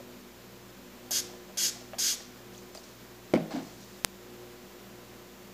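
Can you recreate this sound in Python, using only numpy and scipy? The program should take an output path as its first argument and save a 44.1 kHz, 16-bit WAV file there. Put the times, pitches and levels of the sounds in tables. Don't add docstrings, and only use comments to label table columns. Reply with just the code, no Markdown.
import sys
import numpy as np
from scipy import signal
from scipy.fft import rfft, irfft
from scipy.io import wavfile
from scipy.ndimage import uniform_filter1d

SR = 44100
rng = np.random.default_rng(int(sys.argv[2]) if len(sys.argv) > 2 else 0)


def convert_level_to_amplitude(level_db):
    exponent = np.asarray(level_db, float) / 20
    return 10 ** exponent


def transcribe(u):
    v = np.clip(np.atleast_2d(u).T, -1, 1)
    q = np.round(v * 32767).astype(np.int16)
    wavfile.write(sys.argv[1], SR, q)


N = 243873

# start_s, depth, half_width_s, after_dip_share
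SHARP_SNAP = (4.047795, 1.0, .000022, .2)


def evened(x):
    return x / np.sqrt(np.mean(x ** 2) + 1e-20)


def read(points, hz):
    f, value = np.transpose(points)
    return np.interp(np.log(hz + 1), np.log(f + 1), value)


def curve(rows):
    rows = np.array(rows)
    return convert_level_to_amplitude(np.interp(np.arange(N) / SR, rows[:, 0], rows[:, 1], -150, -150))


def coloured(points):
    spectrum = rfft(rng.standard_normal(N))
    return evened(irfft(spectrum * convert_level_to_amplitude(read(points, np.fft.rfftfreq(N, 1 / SR))), N))


def wander(seconds):
    size = max(round(seconds * SR), 2)
    return evened(uniform_filter1d(uniform_filter1d(rng.standard_normal(N), size), size))


def band(x, lo_hz, hi_hz):
    sos = signal.butter(2, [lo_hz, min(hi_hz, SR / 2.2)], "band", fs=SR, output="sos")
    return signal.sosfilt(sos, x)


def ring(modes, rise_s):
    t = np.arange(SR // 2) / SR
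    out = sum(convert_level_to_amplitude(db - 60 * t / t60) * np.sin(2 * np.pi * hz * t) for hz, db, t60 in modes)
    out = out * (1 - np.exp(-t / rise_s))
    return out / abs(out).max()


def grit(t60, lo_hz, hi_hz):
    t = np.arange(2000) / SR
    noise = evened(band(rng.standard_normal(len(t)), lo_hz, hi_hz))
    return noise * convert_level_to_amplitude(-60 * t / t60) * np.minimum(t / 0.0016, 1)


def add(mix, s, sound):
    part = mix[round(s * SR):][:len(sound)]
    part += sound[:len(part)]


def room(x):
    # pitch_hz, t60_s
    decay = [(200, 0.3), (1000, 0.84), (5000, 0.53), (9000, 0.42), (15000, 0.14)]
    taps = np.zeros(SR // 2)
    at = np.arange(300, len(taps) - 20, 20)
    taps[at + rng.integers(0, 20, len(at))] = rng.choice([-1., 1.], len(at))
    hz, t, z = signal.stft(taps, SR, nperseg=256)
    tail = signal.istft(z * convert_level_to_amplitude(-60 * t / read(decay, hz)[:, None]), SR, nperseg=256)[1]
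    return signal.fftconvolve(x, tail / np.linalg.norm(tail))[:N]


def air():
    # pitch_hz, level_db (per Hz)
    floor = [(15, -16), (25, -14), (144, -10), (199, -6), (298, -6.5), (360, -4.5), (423, -6.5),
             (471, -6.5), (686, -10), (764, -12), (1110, -12.5), (7140, -21), (9100, -29), (14000, -21.5),
             (15600, -24)]
    noise = coloured(floor)
    above_bass = signal.sosfilt(signal.butter(4, 800, "high", fs=SR, output="sos"), noise)
    level_db = -54
    return noise / above_bass.std() * convert_level_to_amplitude(level_db) * convert_level_to_amplitude(.35 * wander(.06))


def hum():
    mains_orders = (2, 6, 8, 10)
    shaft_orders = (1, 2, 4, 5, 6, 8, 9, 13, 17)
    mains_db = [-64.5, -58, -65.5, -71]
    shaft_db = [-64.5, -66.5, -72.5, -73, -77, -77, -72, -72, -73]
    # pitch_hz, level_db (rms), phase_wander_rad
    fan_lines = [(195.12, -63.5, .25), (246.5, -62, 1.6)]
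    # pitch_hz, level_db (rms), steadiness_s
    whine = [(1024, -78, 0.049), (6390, -80, 0.021), (7120, -74, 0.012)]
    # pitch_hz, width_hz, level_db (rms)
    drone_modes = [(195.4, 22, -61.5), (248.2, 10.6, -64), (357.9, 13.7, -67.5)]
    # time_s, level_db
    load = [(0, 9), (.3, -5), (.6, 0), (1.0, -1), (1.35, 5.5), (1.7, -1.5), (2.6, 0.5), (3.1, -1),
            (3.8, -2.5), (4.4, 2), (4.8, -0.5), (5.53, 1)]
    # time_s, level_db
    draught = [(0, 9), (.5, -6), (1.1, 6.5), (1.6, -4), (1.95, 7), (2.4, 2.5), (2.7, -18), (3.9, -13),
               (4.3, -1), (5.53, -11)]
    mains_hz, shaft_hz, in_step_s = 59.99, 59.2, -.05
    t = np.arange(N) / SR
    orders = [(k * mains_hz, db) for k, db in zip(mains_orders, mains_db)]
    orders += [(k * shaft_hz, db) for k, db in zip(shaft_orders, shaft_db)]
    sway = curve(load) * convert_level_to_amplitude(1.8 * wander(0.3))
    lines = []
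    for hz, db in orders:
        swell = sway if hz > 300 else 1
        lines.append(convert_level_to_amplitude(db) * swell * np.cos(2 * np.pi * hz * (t - in_step_s)))
    for (hz, db, turn), gust in zip(fan_lines, (1, curve(draught))):
        lines.append(convert_level_to_amplitude(db) * gust * np.cos(2 * np.pi * hz * t + turn * wander(0.12)))
    for hz, db, steady_s in whine:
        lines.append(convert_level_to_amplitude(db) * np.cos(2 * np.pi * hz * t + 3.5 * wander(steady_s)))
    drones = 0
    for hz, width, db in drone_modes:
        drones = drones + convert_level_to_amplitude(db) * evened(band(rng.standard_normal(N), hz - width / 2, hz + width / 2))
    return np.sqrt(2) * sum(lines) + drones


def noise_fill(mono):
    # time_s, low_hz, high_hz
    flecks = [(1.185, 6100, 8300), (1.49, 4700, 5800), (1.835, 5100, 6400), (2.16, 8900, 11900)]
    flecks_per_s = 6
    chance = []
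    for place, f, w in rng.random((round(flecks_per_s * N / SR), 3)):
        s, lo_hz = place * N / SR, 4500 + 8000 * f
        if not 1.05 < s < 2.2:
            chance.append((s, lo_hz, lo_hz + 1000 + 1500 * w))
    hz, t, z = signal.stft(mono, SR, nperseg=2048, noverlap=1024)
    side = np.zeros_like(z)
    for s, lo_hz, hi_hz in flecks + chance:
        rows, frame = (hz > lo_hz) & (hz < hi_hz), abs(t - s).argmin()
        noise = evened(rng.standard_normal((rows.sum(), 2))) @ [1, 1j]
        side[rows, frame] = noise * abs(z[rows, frame]).mean()
    return convert_level_to_amplitude(-5.5) * signal.istft(side, SR, nperseg=2048, noverlap=1024)[1][:N]


def snap():
    s, depth, width, after = SHARP_SNAP
    t = np.arange(N) / SR - s
    spike = 1.08 * np.exp(-.5 * (t / width) ** 2)
    rebound = 0.36 * np.exp(-((t - .00005) / width) ** 2)
    after_dip = after * np.exp(-((t - .00009) / width) ** 2)
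    return -depth * (spike - rebound + after_dip)


def desk():
    # start_s, peak_db
    desk_hits = [
        (3.3368, -22),
        (3.563, -35),
    ]
    # pitch_hz, level_db, t60_s
    desk_modes = [(163.6, 3.5, 0.51), (219, 8, 0.45), (244, -1, 0.15), (281, -7, 0.11), (368.3, 10.5, 0.13),
                  (520, -3, 0.12), (580, -8, 0.13), (668, 4, 0.11), (734, -4, 0.11), (873, -2, .1)]
    # pitch_hz, level_db, t60_s
    shell_modes = [(1430, -10, .02), (2140, -6, .02), (2225, -2, 0.022), (3080, -8, .02), (4700, -11, .015)]
    # start_s, peak_db, pitch_hz, t60_s, rise_s
    blows = [(3.3366, -12, 330, 0.024, 0.0015), (3.337, -17, 629, 0.046, 0.0015),
             (3.342, -15, 525, 0.027, 0.00078), (3.347, -17.5, 202.4, 0.052, 0.0048),
             (3.3607, -16, 269, 0.034, 0.0025), (3.375, -24, 614, 0.017, 0.0014),
             (3.388, -32, 209, 0.04, 0.0038), (3.411, -34, 173.5, 0.17, .005),
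             (3.426, -38, 196, 0.049, 0.0042), (3.537, -31, 257, 0.035, 0.0055),
             (3.547, -24.5, 280, 0.05, 0.0045), (3.560, -35, 692, 0.071, 0.0021),
             (3.566, -27.5, 261, 0.11, 0.0051), (3.577, -37, 274, 0.1, 0.0056),
             (3.592, -36, 335, 0.045, 0.0029), (3.604, -45, 248, .06, .003), (3.627, -38, 297, 0.029, .002)]
    # start_s, level_db, t60_s
    rattle = (3.345, -42, .3)
    # start_s, shell_ring_db, grit_db
    edge_hits = [
        (3.337, -21, -30.5),
        (3.349, -30, -38),
        (3.356, -27.5, -42),
        (3.363, -30, -49),
        (3.374, -44, -46),
        (3.561, -45, -53),
    ]
    # pitch_hz, level_db (per Hz)
    scrape = [(300, -18), (550, 1), (750, -0.5), (1000, -8.5), (1800, -13), (5000, -15.5), (8000, -24.5),
              (12000, -50)]
    # time_s, level_db
    slide = [
        (3.503, -62),
        (3.508, -43),
        (3.525, -41.5),
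        (3.545, -46),
        (3.565, -42),
        (3.64, -58),
    ]
    thuds, cracks = np.zeros(N), np.zeros(N)
    for s, db in desk_hits:
        add(thuds, s, convert_level_to_amplitude(db) * ring(desk_modes, 0.0048))
    for s, db, hz, t60, rise_s in blows:
        add(thuds, s, convert_level_to_amplitude(db) * ring([(hz, 0, t60)], rise_s))
    s, db, t60 = rattle
    t = np.arange(SR // 4) / SR
    add(thuds, s, convert_level_to_amplitude(db - 60 * t / t60) * evened(band(rng.standard_normal(len(t)), 670, 3000)))
    for s, ring_db, grit_db in edge_hits:
        add(cracks, s, convert_level_to_amplitude(ring_db) * ring(shell_modes, 0.00055))
        add(cracks, s, convert_level_to_amplitude(grit_db) * grit(0.022, 1000, 6300) + convert_level_to_amplitude(ring_db - 15) * grit(0.075, 850, 1500))
    rough = evened(coloured(scrape) * convert_level_to_amplitude(2.0 * wander(0.0008)))
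    return thuds + rough * curve(slide), cracks


def bottle():
    # start_s, peak_db, pitch_hz, brightness_db
    knocks = [(.002, -43, 565, -10), (1.693, -56, 650, -3), (1.109, -37.5, 633, -3), (1.121, -43, 616, -8),
              (1.293, -49.5, 732, -13), (1.338, -45, 668, 3), (1.497, -44.5, 625, 5), (1.572, -44, 585, 7),
              (1.761, -47, 707, 0), (1.815, -45.5, 647, -15), (1.935, -34.5, 627, 1), (1.944, -37, 640, 4),
              (1.951, -47, 634, 4), (1.984, -45, 752, 5), (2.133, -51, 686, -12), (2.206, -46, 647, 4),
              (2.752, -42, 642, 4), (2.775, -45.5, 653, 2)]
    # start_s, peak_db, pitch_hz
    ticks = [(2.5476, -40, 3180), (2.578, -39.5, 6440), (2.7487, -41, 4700), (2.7574, -44, 7110),
             (2.7716, -41, 4630), (2.7736, -35, 4650), (2.7864, -52, 7100)]
    # start_s, peak_db
    cap_click = (2.7498, -27)
    # start_s, peak_db, t60_s
    fingers = [
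        (2.53, -58, 0.68),
        (2.578, -60, .25),
        (2.748, -49.5, 0.37),
        (2.832, -55.5, 0.64),
        (3.62, -58.5, 2.4),
        (3.8, -61.5, 0.84),
    ]
    out = np.zeros(N)
    for s, db, hz, bright_db in knocks:
        start = s - .0015
        add(out, start, convert_level_to_amplitude(db + 1) * ring([(hz, 0, .05), (1.18 * hz, -4, .04)], .0018))
        add(out, start, convert_level_to_amplitude(db + min(bright_db, 4)) * band(grit(.012, 900, 3000), 800, 3500))
    for s, db, hz in ticks:
        add(out, s, convert_level_to_amplitude(db + 1.5) * grit(0.014, hz, 1.06 * hz) + convert_level_to_amplitude(db - 14) * grit(0.0067, 1300, 13000))
    s, db = cap_click
    add(out, s, 2 * convert_level_to_amplitude(db) * band(np.arange(200) == 0, 1200, 10700))
    rub = evened(band(rng.standard_normal(N), 3860, 7300) * convert_level_to_amplitude(1.8 * wander(0.0018)))
    t = np.arange(N) / SR
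    strength = np.zeros(N)
    for s, db, t60 in fingers:
        dying = convert_level_to_amplitude(db - 60 * np.clip(t - s, 0, t60 / 4) / t60)
        strength += dying * np.clip((t - s) / .006, 0, 1) * (t < s + t60 / 4)
    return out + rub * strength


def pressure(start, length, peak_db, sag_db, fizz_db):
    crest, build_db, sag_power = 0.53, -3.5, 2.56
    open_db, open_s, shut_s = -3, 0.0058, 0.0088
    t = np.arange(N) / SR - start
    u = np.clip(t / length, 0, 1)
    build = build_db * np.maximum(1 - u / crest, 0)
    db = build + sag_db * np.maximum((u - crest) / (1 - crest), 0) ** sag_power
    opening = convert_level_to_amplitude(open_db * np.exp(-u * length / open_s)) * (t > 0)
    opening = opening * np.clip((length - t) / shut_s + .5, 0, 1)
    return opening * np.array([convert_level_to_amplitude(peak_db + db), convert_level_to_amplitude(fizz_db + db / 2)])


def spray():
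    # start_s, length_s, peak_db, end_sag_db, fizz_db
    strokes = [
        (1.108, 0.099, -27.5, -6, -44),
        (1.572, 0.13, -26.5, -10, -48),
        (1.984, 0.17, -26.5, -15, -48),
    ]
    # pitch_hz, level_db (per Hz)
    jet_spectrum = [(900, -27), (1500, -17.5), (2600, -15.5), (4200, -9.5), (5700, -5.5), (7300, -7.5),
                    (8900, -17.5), (12000, -15.5), (14500, -24), (15600, -31)]
    # start_s, peak_db
    spits = [
        (1.1085, -24),
        (1.1185, -21.5),
        (1.1314, -22.5),
    ]
    # pitch_hz, width_hz, gain_db
    cap_modes = [(1600, 140, 7), (2885, 120, 8), (3280, 170, 10), (3830, 200, 2.5), (4580, 340, 6.5),
                 (5080, 350, 7.5), (6520, 830, 8.5), (8260, 400, 5), (9580, 420, 7), (11100, 500, 3),
                 (12700, 460, 5), (13700, 450, 4)]
    jet = coloured(jet_spectrum)
    top = evened(band(jet, 9900, 16000))
    gains = sum(pressure(*row) for row in strokes)
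    flow, fizz = uniform_filter1d(gains, size=60, origin=29, axis=1)
    jet = flow * jet + fizz * top
    for s, db in spits:
        burst = evened(band(rng.standard_normal(900), 12000, 14600))
        add(jet, s, convert_level_to_amplitude(db - 3.5 - 60 * np.arange(900) / SR / 0.015) * burst)
    hz = np.fft.rfftfreq(N, 1 / SR)
    cap_db = sum(db * np.exp(-.5 * ((hz - f) / (width / 2)) ** 2) for f, width, db in cap_modes)
    return jet, irfft(rfft(jet) * convert_level_to_amplitude(cap_db - 4.5), N)


def scene():
    jet, direct = spray()
    taps = bottle()
    thuds, cracks = desk()
    echo = room(convert_level_to_amplitude(-14) * jet + convert_level_to_amplitude(-17.5) * taps + convert_level_to_amplitude(-12) * thuds + convert_level_to_amplitude(-24) * cracks)
    mono = direct + taps + thuds + cracks + echo + hum() + air()
    return np.array([mono, mono])


def roll_off(x):
    return signal.sosfilt(signal.butter(12, 16380, fs=SR, output="sos"), x)


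def record(dry):
    mic_hz, edge_hz = 52, 15540
    mono = signal.sosfilt(signal.butter(2, mic_hz, "high", fs=SR, output="sos"), dry[0])
    mono = mono + snap() - .0003
    mono = signal.oaconvolve(mono, signal.firwin(1023, edge_hz, window=("kaiser", 9), fs=SR), "same")
    since_snap = np.arange(N) / SR - SHARP_SNAP[0]
    gap = np.interp(since_snap, [.0028, .0038, .007, .008], [0, 1, 1, 0])
    dull = signal.oaconvolve(mono, signal.firwin(129, 600, fs=SR), "same")
    mono = mono - gap * (mono - dull)
    side = noise_fill(mono)
    return roll_off(np.clip([mono + side, mono - side], -1, 1))


dry = scene()
out = record(dry)
transcribe(out)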